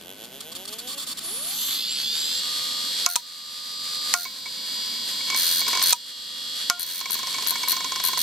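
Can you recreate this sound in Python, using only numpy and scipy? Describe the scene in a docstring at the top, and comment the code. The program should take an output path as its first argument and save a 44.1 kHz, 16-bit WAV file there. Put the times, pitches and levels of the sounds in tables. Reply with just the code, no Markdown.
"""An open hard drive spins up on a desk, close to a camera. The motor ticks ever faster while the heads
scrape the platters. It pulls hard and sings; the heads squeal, sizzle and lift off, and the ball bearings
settle into a whine. Then the arm bangs against its latch and stop, buzzes and seeks.
The camera's gain control ducks at every bang and creeps back."""
import sys
import numpy as np
from scipy import signal
from scipy.fft import rfft, irfft, next_fast_len
from scipy.io import wavfile
from scipy.ndimage import uniform_filter1d

SR = 44100
rng = np.random.default_rng(int(sys.argv[2]) if len(sys.argv) > 2 else 0)


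def int16_out(signal):
    """Quantize to a 16-bit WAV file."""
    q = np.round(np.clip(np.atleast_2d(signal).T, -1, 1) * 32767)
    wavfile.write(sys.argv[1], SR, q.astype(np.int16))


N = 362502
TIME = np.arange(N) / SR
FULL_HZ, CAGE_HZ = 86.61, 50.7  # at full speed: spindle turns, the shaft overtaking the ball cage
PULL_S = 1.272  # the motor goes from a crawl to full pull

# the arm held out over the platters by its servo
# (time [s], length [s], tremble [dB], whine change [dB], hiss change [dB])
ARM_OUT = [(4.24, 1.04, -50, -2.5, -4), (5.264, 0.7, -46.5, 1.5, 1), (6.735, 1.4, -46, -3.5, -2)]
# resonances of the metal casting (frequency [Hz], level [dB])
CASTING_EQ = [(100, -43), (400, -14.5), (900, -13.5), (1150, -8.5), (1500, -7), (2700, -5), (3400, 0.5),
              (4500, 3.5), (5200, -2), (6200, -8), (7500, -4), (9000, -7.5), (10000, -12.5), (10700, -8.5),
              (11500, -5.5), (15000, -24.5)]
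# stereo width (frequency [Hz], side against mid [dB])
WIDTH_EQ = [(40, 5), (150, -9), (800, -6.5), (2500, -8), (5000, -6.5), (9000, 2.5), (14000, 2)]


def spindle(pull_rise=77, knee_hz=53, torque_fade_s=.82):
    """Turns a second: a crawl, then a pull [turns/s2] that weakens past the knee, held at full speed."""
    crawl = np.minimum(3.33 + 5.3 * TIME + 6.8 * TIME ** 2 / 2, 13.6)
    steady = crawl + pull_rise * np.maximum(TIME - PULL_S, 0)
    reach = pull_rise * torque_fade_s
    past_knee = reach * (1 - np.exp(-np.maximum(steady - knee_hz, 0) / reach))
    return np.minimum(np.minimum(steady, knee_hz) + past_knee, FULL_HZ)


def motor(speed, current, stator_db=-8, coils_db=-1, stator_fade_hz=19.5, swing_hz=7.9):
    """Each of the 24 commutations of a turn kicks the coils: ticks at first, then rising tones."""
    # the stator's ring after a kick (frequency [Hz], level [dB], t60 [s])
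    stator_modes = [(3090, -5, 0.0086), (3245, -29, 0.015), (3500, 10, 0.0062), (4120, 5, 0.0065)]
    # tone of the coils (frequency [Hz], level [dB])
    coil_eq = [(150, -22), (400, 13), (560, 10.5), (750, 8), (950, 0), (1200, -14), (1700, -8), (2300, -10),
               (2750, 6), (3400, 8), (3950, 8), (4500, -5), (5400, -6), (6300, 0), (7500, -5), (9000, -14),
               (11300, 4), (12400, 0), (13500, 3), (14500, -15), (16000, -22)]
    rate = 24 * speed
    steps = np.cumsum(rate) / SR
    at = np.interp(np.arange(1, steps[-1]), steps, np.arange(N))
    # the crawling rotor swings about its steps
    swing = 1 + .42 * (at / SR < PULL_S) * np.cos(2 * np.pi * swing_hz * (at / SR - .1))
    taps = at.astype(int)[:, None] + np.arange(-7, 9)
    offset = taps - at[:, None]
    pulses = swing[:, None] * np.sinc(offset) * np.sinc(offset / 8)  # clicks placed between samples
    kicks = np.bincount(taps.clip(0).ravel(), pulses.ravel(), N)[:N] * np.sqrt(SR / rate) * current
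    stator = ring(stator_modes, scatter_db=-7)
    slow_kicks = kicks * np.clip(2 - 2 * speed / stator_fade_hz, 0, 1)
    sound = amp(coils_db) * signal.fftconvolve(kicks, impulse(coil_eq))[:N]
    sound += amp(stator_db) * signal.fftconvolve(slow_kicks, stator / np.linalg.norm(stator))[:N]
    return stereo([sound, filtered(sound, lambda hz: 1j)])


def magnets(speed, current, song_db=-37.5, onset_hz=26):
    """Under hard pull, poles and loaded bearings sing, swelling as they cross the hub's resonances."""
    # partials under load (multiple of spindle rate, level [dB], fully grown at [turns/s])
    load_orders = [(41.7, -3, 70), (43.5, -2, 55), (47.8, 2, 50), (48.4, -2, 75), (48.9, -4, 55),
                   (52.1, -7, 60), (54.3, -7, 50), (55, -7, 50), (59.5, -3, 50), (60.5, 3, 77),
                   (64.7, -4, 56), (65.9, 2.5, 69), (70.4, -3, 49), (71.2, -4, 51), (75.3, -2, 51),
                   (76.5, -.5, 53), (80.5, -4, 51), (81.9, -4, 51), (86.2, -5, 50), (87.4, -3, 50),
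                   (92.6, -1, 50), (95.5, -2, 62), (98, -7, 68), (103.5, -8, 62), (119.3, 0, 57),
                   (168, -8, 50)]
    # resonances of hub and platter stack (frequency [Hz], level [dB])
    hub_eq = [(2400, -31), (2700, -7), (2900, -6.5), (3200, -1), (3480, 9), (3750, -0.5), (4050, 5),
              (4250, 5), (4750, 5), (5150, 1), (5500, -15), (6200, -3), (6800, -15), (7450, 7), (8500, -18),
              (9800, -12), (11300, 4), (14000, 2)]
    angle = 2 * np.pi * np.cumsum(speed) / SR
    song = 0
    for order, db, grown_hz in load_orders:
        grown = np.clip((speed - onset_hz) / (grown_hz - onset_hz), 0, 1) ** 2
        level = grown * amp(db + along(hub_eq, order * speed) + 2.2 * wobble(25))
        song = song + level * np.exp(1j * (order * angle + .33 * wobble(250)))
    air_gap = 1 + .2 * (np.cos(2 * angle) + wobble(30) * np.sin(angle))  # runout adds a rasp
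    pull = (current / current[speed > onset_hz].max()) ** 3
    return amp(song_db) * pull * air_gap * stereo([song.real, song.imag])


def whine_lines(ball_hz=474.2, race_hz=251.6):
    """The whine's partials at full speed, as (frequency [Hz], level [dB])."""
    # a ball's flaw meeting the races, with sidebands a cage rate away
    # (multiple of ball rate, lower [dB], centre [dB], upper [dB])
    ball_orders = [(6, -66, -48, -54), (7, -43, -43, -38.5), (8, -56, -38.5, -48), (9, -48, -43, -37.5),
                   (10, -41, -70, -34.5), (11, -52, -66, -44.5), (12, -58, -60, -48.5), (14, -52, -60, -70),
                   (15, -64, -55, -64), (16, -55, -44, -52), (17, -60, -53, -60), (19, -66, -66, -58)]
    # balls passing the outer race (multiple of race rate, level [dB])
    race_orders = [(12, -50), (14, -47), (16, -45), (18, -44.5), (20, -48)]
    # spindle hum (multiple of spindle rate, level [dB])
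    hum_orders = [(1, -66.5), (6, -57), (11, -59.5), (13, -68), (48, -41), (49, -75), (72, -52),
                  (144, -50.5)]
    # lone tones in the whine (frequency [Hz], level [dB])
    lone_tones = [(1775, -59), (1900, -58), (3607, -49), (3628, -49), (4078, -44), (4245, -48), (4355, -51),
                  (4407, -45), (4441, -48), (4576, -52), (5453, -56), (8310, -56)]
    lines = [(order * ball_hz + side * CAGE_HZ, db)
             for order, *dbs in ball_orders for side, db in zip((-1, 0, 1), dbs)]
    lines += [(order * race_hz, db) for order, db in race_orders]
    return lines + [(order * FULL_HZ, db) for order, db in hum_orders] + lone_tones


def bearings(speed, whistle_hz=4793, low_band_hz=(1700, 3400), races_db=-3, flutter_db=1.8):
    """A whine glides up through the casting's resonances over the hiss of rolling balls; both swell."""
    # slow rides on the whine (time [s], whistle gain [dB], low band gain [dB])
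    drift = [(2.401, -8.5, 0), (3.5, 0, -2), (4.2, -0.5, -6), (4.8, 1, 0.5), (5.6, -2, 1), (6.2, -2, 2.5),
             (8.2, -13.5, 2)]
    # tone of the arm resting by the hub (time [s], length [s], level [dB])
    arm_resting = [(2.42, 0.47, -48), (3.22, 0.96, -46), (6.05, 0.58, -52.5)]
    share = speed / FULL_HZ
    whine_db = .5 - 42 * (1 - share)
    hiss_db = -36.5 + 12 * np.log10(share)
    for s, length, _, whine_change_db, hiss_change_db in ARM_OUT:
        arm_out = gate(s, length, fade_s=.45)
        whine_db += whine_change_db * arm_out
        hiss_db += hiss_change_db * arm_out
    angle = 2 * np.pi * np.cumsum(share) / SR  # phase per Hz of full-speed pitch
    at, *rides = np.transpose(drift)
    whistle_db, low_db = (np.interp(TIME, at, ride) for ride in rides)
    whine = np.zeros((2, N))
    for hz, db in whine_lines():
        casting_db = along(CASTING_EQ, hz * share) - along(CASTING_EQ, hz)
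        drift_db = whistle_db * (abs(hz - whistle_hz) < CAGE_HZ / 2)
        drift_db += low_db * (low_band_hz[0] < hz < low_band_hz[1])
        level = amp(db + whine_db + casting_db + drift_db + 1.1 * wobble(8))
        # each partial reaches left and right at its own phase
        lead = np.arctan(.96 * amp(along(WIDTH_EQ, hz))) * rng.choice([-1, 1])
        whine += level * np.sin(hz * angle + rng.uniform(0, 2 * np.pi) + np.array([[lead], [-lead]]))
    turn = FULL_HZ * angle
    resting = held(arm_resting, fade_s=.046) * (np.sin(14 * turn) + .45 * np.sin(13 * turn))
    rolling = noise(CASTING_EQ) + amp(races_db) * np.sqrt(share) * races(speed)
    flutter = np.cos(turn) + .7 * np.cos(2 * turn) + .7 * np.cos(2 * CAGE_HZ * angle)
    hiss = amp(hiss_db + flutter_db * flutter + 2.63 * wobble(21)) * rolling
    return np.sqrt(2) * (whine + resting) + hiss


def races(speed, size=8192, harmonics=400):
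    """The same tiny bumps pass at every turn of the cage: a fine comb of tones through the casting."""
    cage_turns = np.cumsum(speed) / SR * (1 - CAGE_HZ / FULL_HZ)
    bumps = irfft(rfft(rng.standard_normal((2, size)))[:, :harmonics], size)
    rolled = np.array([np.interp(cage_turns % 1 * size, np.arange(size), row) for row in bumps])
    return stereo(unit(filtered(rolled, lambda hz: amp(along(CASTING_EQ, hz)))))


def bangs(tail_db=-22, low_cut_hz=130):
    """The arm hits hard: a crack, a short rattle of the casting, and the ring of latch or stop."""
    # the arm pulling off the latch; hitting the stop and bouncing (time [s], crack [dB], ring [dB])
    latch_hits = [(3.0625, 8.5, -3.5), (4.139, 3.5, -10), (6.699, 1.5, -9)]
    stop_hits = [(3.1571, 2.5, -27), (3.1609, 4.5, -2.5), (5.926, -11, -19), (5.9303, 4, -3.5)]
    # their rings (frequency [Hz], level [dB], t60 [s])
    latch_modes = [(708, -13, 0.22), (1077, 0, 0.065), (1230, -2, .04), (1411, -5.5, 0.2), (1432, -5, .06),
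                   (1535, -6, 0.04), (1927, -7, 0.04), (2250, -7, .07), (2540, -8, 0.035)]
    stop_modes = [(962, -3, 0.075), (1245, -8, 0.04), (2480, -7, 0.034)]
    # tone of their cracks (frequency [Hz], level [dB])
    latch_eq = [(40, -35), (120, -29), (400, -18.5), (1000, -10), (2500, -8.5), (4000, -4), (6300, 1),
                (8000, -7.5), (9200, -24), (11000, -7.5), (14000, -24), (16000, -38)]
    stop_eq = [(40, -43), (150, -27), (1000, -10.5), (2300, -12), (3900, 4.5), (5000, -2.5), (5900, 5),
               (7600, -1), (9200, 2.5), (10200, -14), (13000, -9), (16000, -13)]
    rings, cracks = np.zeros(N), np.zeros((2, N))
    for hits, modes, eq in (latch_hits, latch_modes, latch_eq), (stop_hits, stop_modes, stop_eq):
        for s, _, ring_db in hits:
            add(rings, s, amp(ring_db) * ring(modes, scatter_db=1))
        cracks += (decays(hits, t60=.012) + amp(tail_db) * decays(hits, t60=.13)) * noise(eq)
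    return filtered(rings + cracks, lambda hz: 1j * hz / (low_cut_hz + 1j * hz))


def chatter(spring_db=-14, loose_db=-15, lean_db=7):
    """The heads tick once a turn with a blend of two rings; their springs buzz on between ticks."""
    # runs of ticks (time [s], length [s], level [dB], share of the low ring [0-1])
    runs = [(3.088, .052, -6.5, 0), (4.15, .1, -16.5, 0), (5.362, .248, -16.5, 0.16),
            (5.682, .005, -18, 0.3), (5.825, .016, -11, 0), (5.8592, .052, -13, 0.1),
            (6.795, .04, -15, 0.7), (6.864, .14, -19.5, 0), (7.107, .04, -15, 0.9), (7.472, .036, -17.5, 1),
            (7.684, .04, -15, 1), (8.0384, .05, -17, 1), (8.1793, .04, -16, 0)]
    # tone of the high ring, the low ring and the springs (frequency [Hz], level [dB])
    high_eq = [(1000, -28), (3000, -12), (4300, 0), (5000, -7), (5700, 0), (7500, -10), (8500, -6),
               (8950, 2), (9500, -7), (10600, -5), (11400, 2), (12200, -4), (13200, -3), (13900, 6.5),
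               (14400, -9), (15200, -6), (16000, -20)]
    low_eq = [(1000, -40), (3000, -20), (3900, -9), (4250, 10), (4600, -7), (5200, -14), (7800, -16),
              (8900, -3), (9600, -6), (11000, 2), (11600, 8), (12200, 0), (13300, -2), (13900, 1),
              (15000, -16)]
    spring_eq = [(60, -43), (500, -85), (1500, 8.5), (2800, 1), (3850, 9), (4300, 25), (4700, 9),
                 (5200, 2.5), (6200, 13), (7500, -12), (14000, 9)]
    t = TIME[:SR // 40]
    fall = amp(-60 * t / .018) * (1 - np.exp(-t / .0007))
    tick_rms = np.sqrt(2 * np.mean(fall ** 2))
    high, low = (tick_rms * unit(noise(eq)[:, SR:SR + len(t)] * fall) for eq in (high_eq, low_eq))
    low *= amp([[lean_db], [-lean_db]])  # the low ring sits to the left
    buzz, ticks = np.zeros((2, N)), []
    for s, length, db, share in runs:
        tick = np.sqrt(1 - share) * high + np.sqrt(share) * low
        for turn in np.arange(length * FULL_HZ):
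            at, tick_db = s + turn / FULL_HZ, db + rng.normal()
            ticks.append((at, tick_db))
            for track, sound in zip(buzz, late(tick, at * SR - round(at * SR))):
                add(track, at, amp(tick_db) * sound)
    loose = amp(loose_db) * decays(ticks, t60=.02) * noise(high_eq)  # no two ticks quite alike
    springs = amp(spring_db) * decays(ticks, t60=.29) * noise(spring_eq)
    return buzz + loose + springs


def seeks(brake_db=-5, travel_s=.006):
    """A seek kicks the arm, rasps and brakes it; the servo keeps it trembling and whistles thinly."""
    # moves of the arm (time [s], rasp [dB], ring [dB], lift of the upper modes [dB])
    moves = [(4.252, -26, -31, 3), (4.457, -32, -36, 3), (5.207, -36, -44, 7), (5.281, -36, -41, -1),
             (5.301, -20.5, -34.5, 4), (5.323, -31, -33, 3), (5.346, -21, -31, 2), (5.615, -25, -33, -1),
             (5.664, -28, -38, 3), (5.68, -22, -28.5, -14), (5.731, -20.5, -28, -4),
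             (5.752, -20.5, -29, -2), (5.773, -20, -33.5, 0), (5.795, -23.5, -34, 1),
             (5.817, -20, -34.5, 0), (7.011, -22, -32.5, -17), (7.057, -24.5, -33, 8),
             (7.099, -26, -34, -3), (7.151, -24, -35.5, -6), (7.191, -25.5, -39, -6), (7.231, -25, -34, -6),
             (7.271, -25, -36, -11), (7.343, -25.5, -34, -3), (7.383, -25, -35, -4), (7.424, -25, -35, -12),
             (7.465, -23.5, -35.5, -15), (7.506, -32, -40, -14), (7.516, -38, -32.5, -21),
             (7.556, -24.5, -34.5, 1), (7.633, -23, -32, 0), (7.676, -26, -33.5, -1),
             (7.726, -24, -35.5, 1), (7.766, -22.5, -35.5, -6), (7.806, -26, -35, -2),
             (7.845, -23, -31.5, -11), (7.92, -25, -33.5, -4), (7.959, -22.5, -32.5, -6),
             (8, -23.5, -32, -3), (8.04, -24, -35, -14), (8.085, -31, -33, -14), (8.132, -22.5, -32, -8),
             (8.174, -21, -31.5, -7)]
    # the arm's ring (frequency [Hz], level [dB], t60 [s])
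    arm_modes = [(258, -18, 0.09), (408, -11, 0.05), (700, -10, 0.035), (970, 1, 0.07),
                 (1048.4, 6.5, 0.074), (1470, -5.5, 0.045), (2248, 3.5, 0.08), (2626, -11, 0.05)]
    # tone of the rasp (frequency [Hz], level [dB])
    rasp_eq = [(60, -56), (300, -15.5), (1000, -7.5), (1800, -2), (2600, -7), (4300, 2), (5400, 1),
               (6800, -0.5), (8000, -14), (14000, -19)]
    # whistle of the tracking servo (frequency [Hz], level [dB])
    servo_tones = [(14029, -59), (14551, -60)]
    knocks, travel = np.zeros(N), np.zeros(N)
    burst = amp(-60 * TIME[:SR // 20] / .035)
    for s, rasp_db, ring_db, bright_db in moves:
        add(travel, s, amp(rasp_db + 1) * burst)
        for delay, push_db in (0, 0), (travel_s, brake_db):
            knock = ring(arm_modes, scatter_db=1.5, bright_db=bright_db + 3)
            add(knocks, s + delay, amp(ring_db + push_db) * knock)
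    jitter = rng.standard_normal(N)
    tremble = unit(signal.fftconvolve(jitter, ring(arm_modes, scatter_db=-.5, bright_db=1))[:N])
    tracking = sum(gate(s, length, fade_s=.04) for s, length, *_ in ARM_OUT)
    whistle = np.sqrt(2) * sum(amp(db) * np.sin(2 * np.pi * hz * TIME) for hz, db in servo_tones)
    return knocks + held(ARM_OUT, fade_s=.033) * tremble + tracking * whistle + travel * noise(rasp_eq)


def head_friction(speed, runout=.11, sizzle_db=-30.5, peak_speed=42.4, speed_width=8.6):
    """The heads scrape in patches, rub harder once a turn, squeal and sizzle until air lifts them."""
    # scrapes on the slow platters, then unbroken rub and squeal (time [s], length [s], level [dB])
    scrapes = [(0.237, 0.022, -42), (0.404, 0.012, -34), (0.516, 0.02, -38.5), (0.549, 0.025, -34.5),
               (0.652, 0.0092, -35), (0.674, 0.023, -35), (0.723, 0.023, -34), (0.783, 0.024, -35),
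               (0.865, 0.094, -34), (0.968, 0.086, -33.5), (1.061, 0.081, -32.5), (1.17, 0.028, -33.5)]
    rubs = [(1.22, 0.58, -36.5)]
    squeals = [(1.24, 0.285, -36.5)]
    # tone of each kind of friction (frequency [Hz], level [dB])
    drag_eq = [(300, -17), (900, -18), (1150, 2), (1500, -16), (2800, -8), (3450, 7), (3900, -1), (4200, 2),
               (4480, 8.5), (4950, -5), (5450, .5), (5900, -9), (6500, -6), (7000, -4), (7400, 2),
               (8100, -8), (8600, -2), (9200, -10), (9650, 1), (10300, -10), (12000, -7), (16000, -15)]
    squeal_eq = [(8800, -27), (9600, -4), (10000, -1), (10500, -14), (11200, -4), (12500, -38)]
    sizzle_eq = [(2300, -33), (3000, 0), (4500, 1), (5400, -21), (6200, 3), (6700, -12), (7400, 1),
                 (8500, -17), (10400, -16), (11200, 3), (13300, -1), (14500, -25)]
    drag = held(rubs, fade_s=.088) * (1 + runout * np.sin(2 * np.pi * np.cumsum(speed) / SR))
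    for s, length, db in scrapes:
        add(drag, s, amp(db) * signal.windows.tukey(int(length * SR), .35))
    squeal = held(squeals, fade_s=.034)
    sizzle = amp(sizzle_db) * np.exp(-((speed - peak_speed) / speed_width) ** 2 / 2)
    grit = amp(-wobble(120))
    return grit * (drag * noise(drag_eq) + squeal * noise(squeal_eq) + sizzle * noise(sizzle_eq))


def room(air_db=-50, fan_db=-59, fan_hz=1509):
    """A bed of low room rush and the thin tone of a fan."""
    # room tone (frequency [Hz], level [dB])
    room_eq = [(20, -24), (80, -12), (130, -8), (200, 0.5), (265, 2), (330, -6), (600, -10), (1200, -14),
               (2500, -12.5), (6000, -23)]
    return amp(air_db) * noise(room_eq) + amp(fan_db + wobble(19)) * np.sin(2 * np.pi * fan_hz * TIME)


def amp(db):
    """Decibels to gain."""
    return 10 ** (np.asarray(db) / 20)


def unit(x):
    """x at rms 1."""
    return x / np.sqrt(np.mean(x ** 2) + 1e-20)


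def along(eq, hz):
    """An EQ curve's level [dB] at hz, on a log frequency axis."""
    f, db = np.transpose(eq)
    return np.interp(np.log(hz + 1), np.log(f + 1), db)


def wobble(rate):
    """A slow random curve, rate knots a second."""
    knots = rng.standard_normal(1024)
    return np.interp(TIME * rate, np.arange(len(knots)), knots)


def filtered(x, response):
    """x through a frequency response."""
    size = next_fast_len(N + SR // 4)
    return irfft(rfft(x, size) * response(np.fft.rfftfreq(size, 1 / SR)), size)[..., :N]


def stereo(pair):
    """Mid and side to left and right: wide treble, narrow mids."""
    side = filtered(pair[1], lambda hz: amp(along(WIDTH_EQ, hz)))
    return np.array([pair[0] + side, pair[0] - side])


def noise(eq):
    """Coloured stereo noise with a mid of rms 1."""
    return stereo(unit(filtered(rng.standard_normal((2, N)), lambda hz: amp(along(eq, hz)))))


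def impulse(eq, size=2048):
    """The causal impulse response of an EQ curve, with energy 1."""
    cepstrum = irfft(np.log(amp(along(eq, np.fft.rfftfreq(size, 1 / SR)))))
    response = irfft(np.exp(rfft(2 * cepstrum[:size // 2], size) - cepstrum[0]))
    return response / np.linalg.norm(response)


def ring(modes, scatter_db, bright_db=0, attack_s=.0015):
    """Damped modes, struck at new strengths each time; bright_db lifts the upper ones."""
    t = TIME[:SR // 3]
    waves = 0
    for hz, db, t60 in modes:
        strike_db = db + bright_db * (hz > 2000) + scatter_db * rng.normal()
        waves += amp(strike_db - 60 * t / t60) * np.sin(2 * np.pi * (hz * t + rng.random()))
    return waves * (1 - np.exp(-t / attack_s))


def add(track, s, sound):
    """Mix a sound into a track at time s."""
    part = track[max(round(s * SR), 0):][:len(sound)]
    part += sound[:len(part)]


def late(sound, samples):
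    """A short sound delayed by a fraction of a sample."""
    size = sound.shape[-1]
    return irfft(rfft(sound) * np.exp(-2j * np.pi * np.fft.rfftfreq(size) * samples), size)


def decays(hits, t60):
    """An envelope that jumps at each (time [s], level [dB]) hit and dies away."""
    power = np.zeros(N)
    for s, db, *_ in hits:
        add(power, s, amp(db - 60 * TIME[:SR // 4] / t60) ** 2)
    return np.sqrt(power)


def gate(s, length, fade_s):
    """1 from s for the given length, 0 outside, with straight fades."""
    return np.clip(.5 + np.minimum(TIME - s, s + length - TIME) / fade_s, 0, 1)


def held(rows, fade_s):
    """A gain that opens for each (time [s], length [s], level [dB]) row."""
    return sum(amp(db) * gate(s, length, fade_s) for s, length, db, *_ in rows)


def scene():
    """The drive, panned slightly right, over the room tone."""
    # motor current through crawl, pause, full pull and holding speed (time [s], level [dB])
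    current_curve = [(0, -45), (0.35, -46), (0.7, -43.5), (0.98, -44.5), (1.03, -61), (1.19, -63),
                     (1.26, -44.5), (2.39, -46), (2.47, -55)]
    speed = spindle()
    current = amp(np.interp(TIME, *np.transpose(current_curve)))
    spin = motor(speed, current) + magnets(speed, current) + bearings(speed) + head_friction(speed)
    drive = spin + bangs() + chatter() + seeks()
    return drive * amp([[-.5], [.5]]) + room()


def record(dry, limit_db=-8, release_db_per_s=16, top_hz=15000):
    """Gain control ducks at once on a loud sound and creeps back; then hard clipping and a high cut."""
    power = uniform_filter1d(np.mean(dry ** 2, 0), size=66)
    over_db = np.maximum(10 * np.log10(np.abs(power) + 1e-12) - limit_db, 0)
    recovery = release_db_per_s * TIME
    duck_db = np.maximum.accumulate(over_db + recovery) - recovery
    clipped = np.clip(dry * amp(-duck_db), -1, 1)
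    return filtered(clipped, lambda hz: 1 / np.sqrt(1 + (hz / top_hz) ** 70))


dry = scene()
out = record(dry)
int16_out(out)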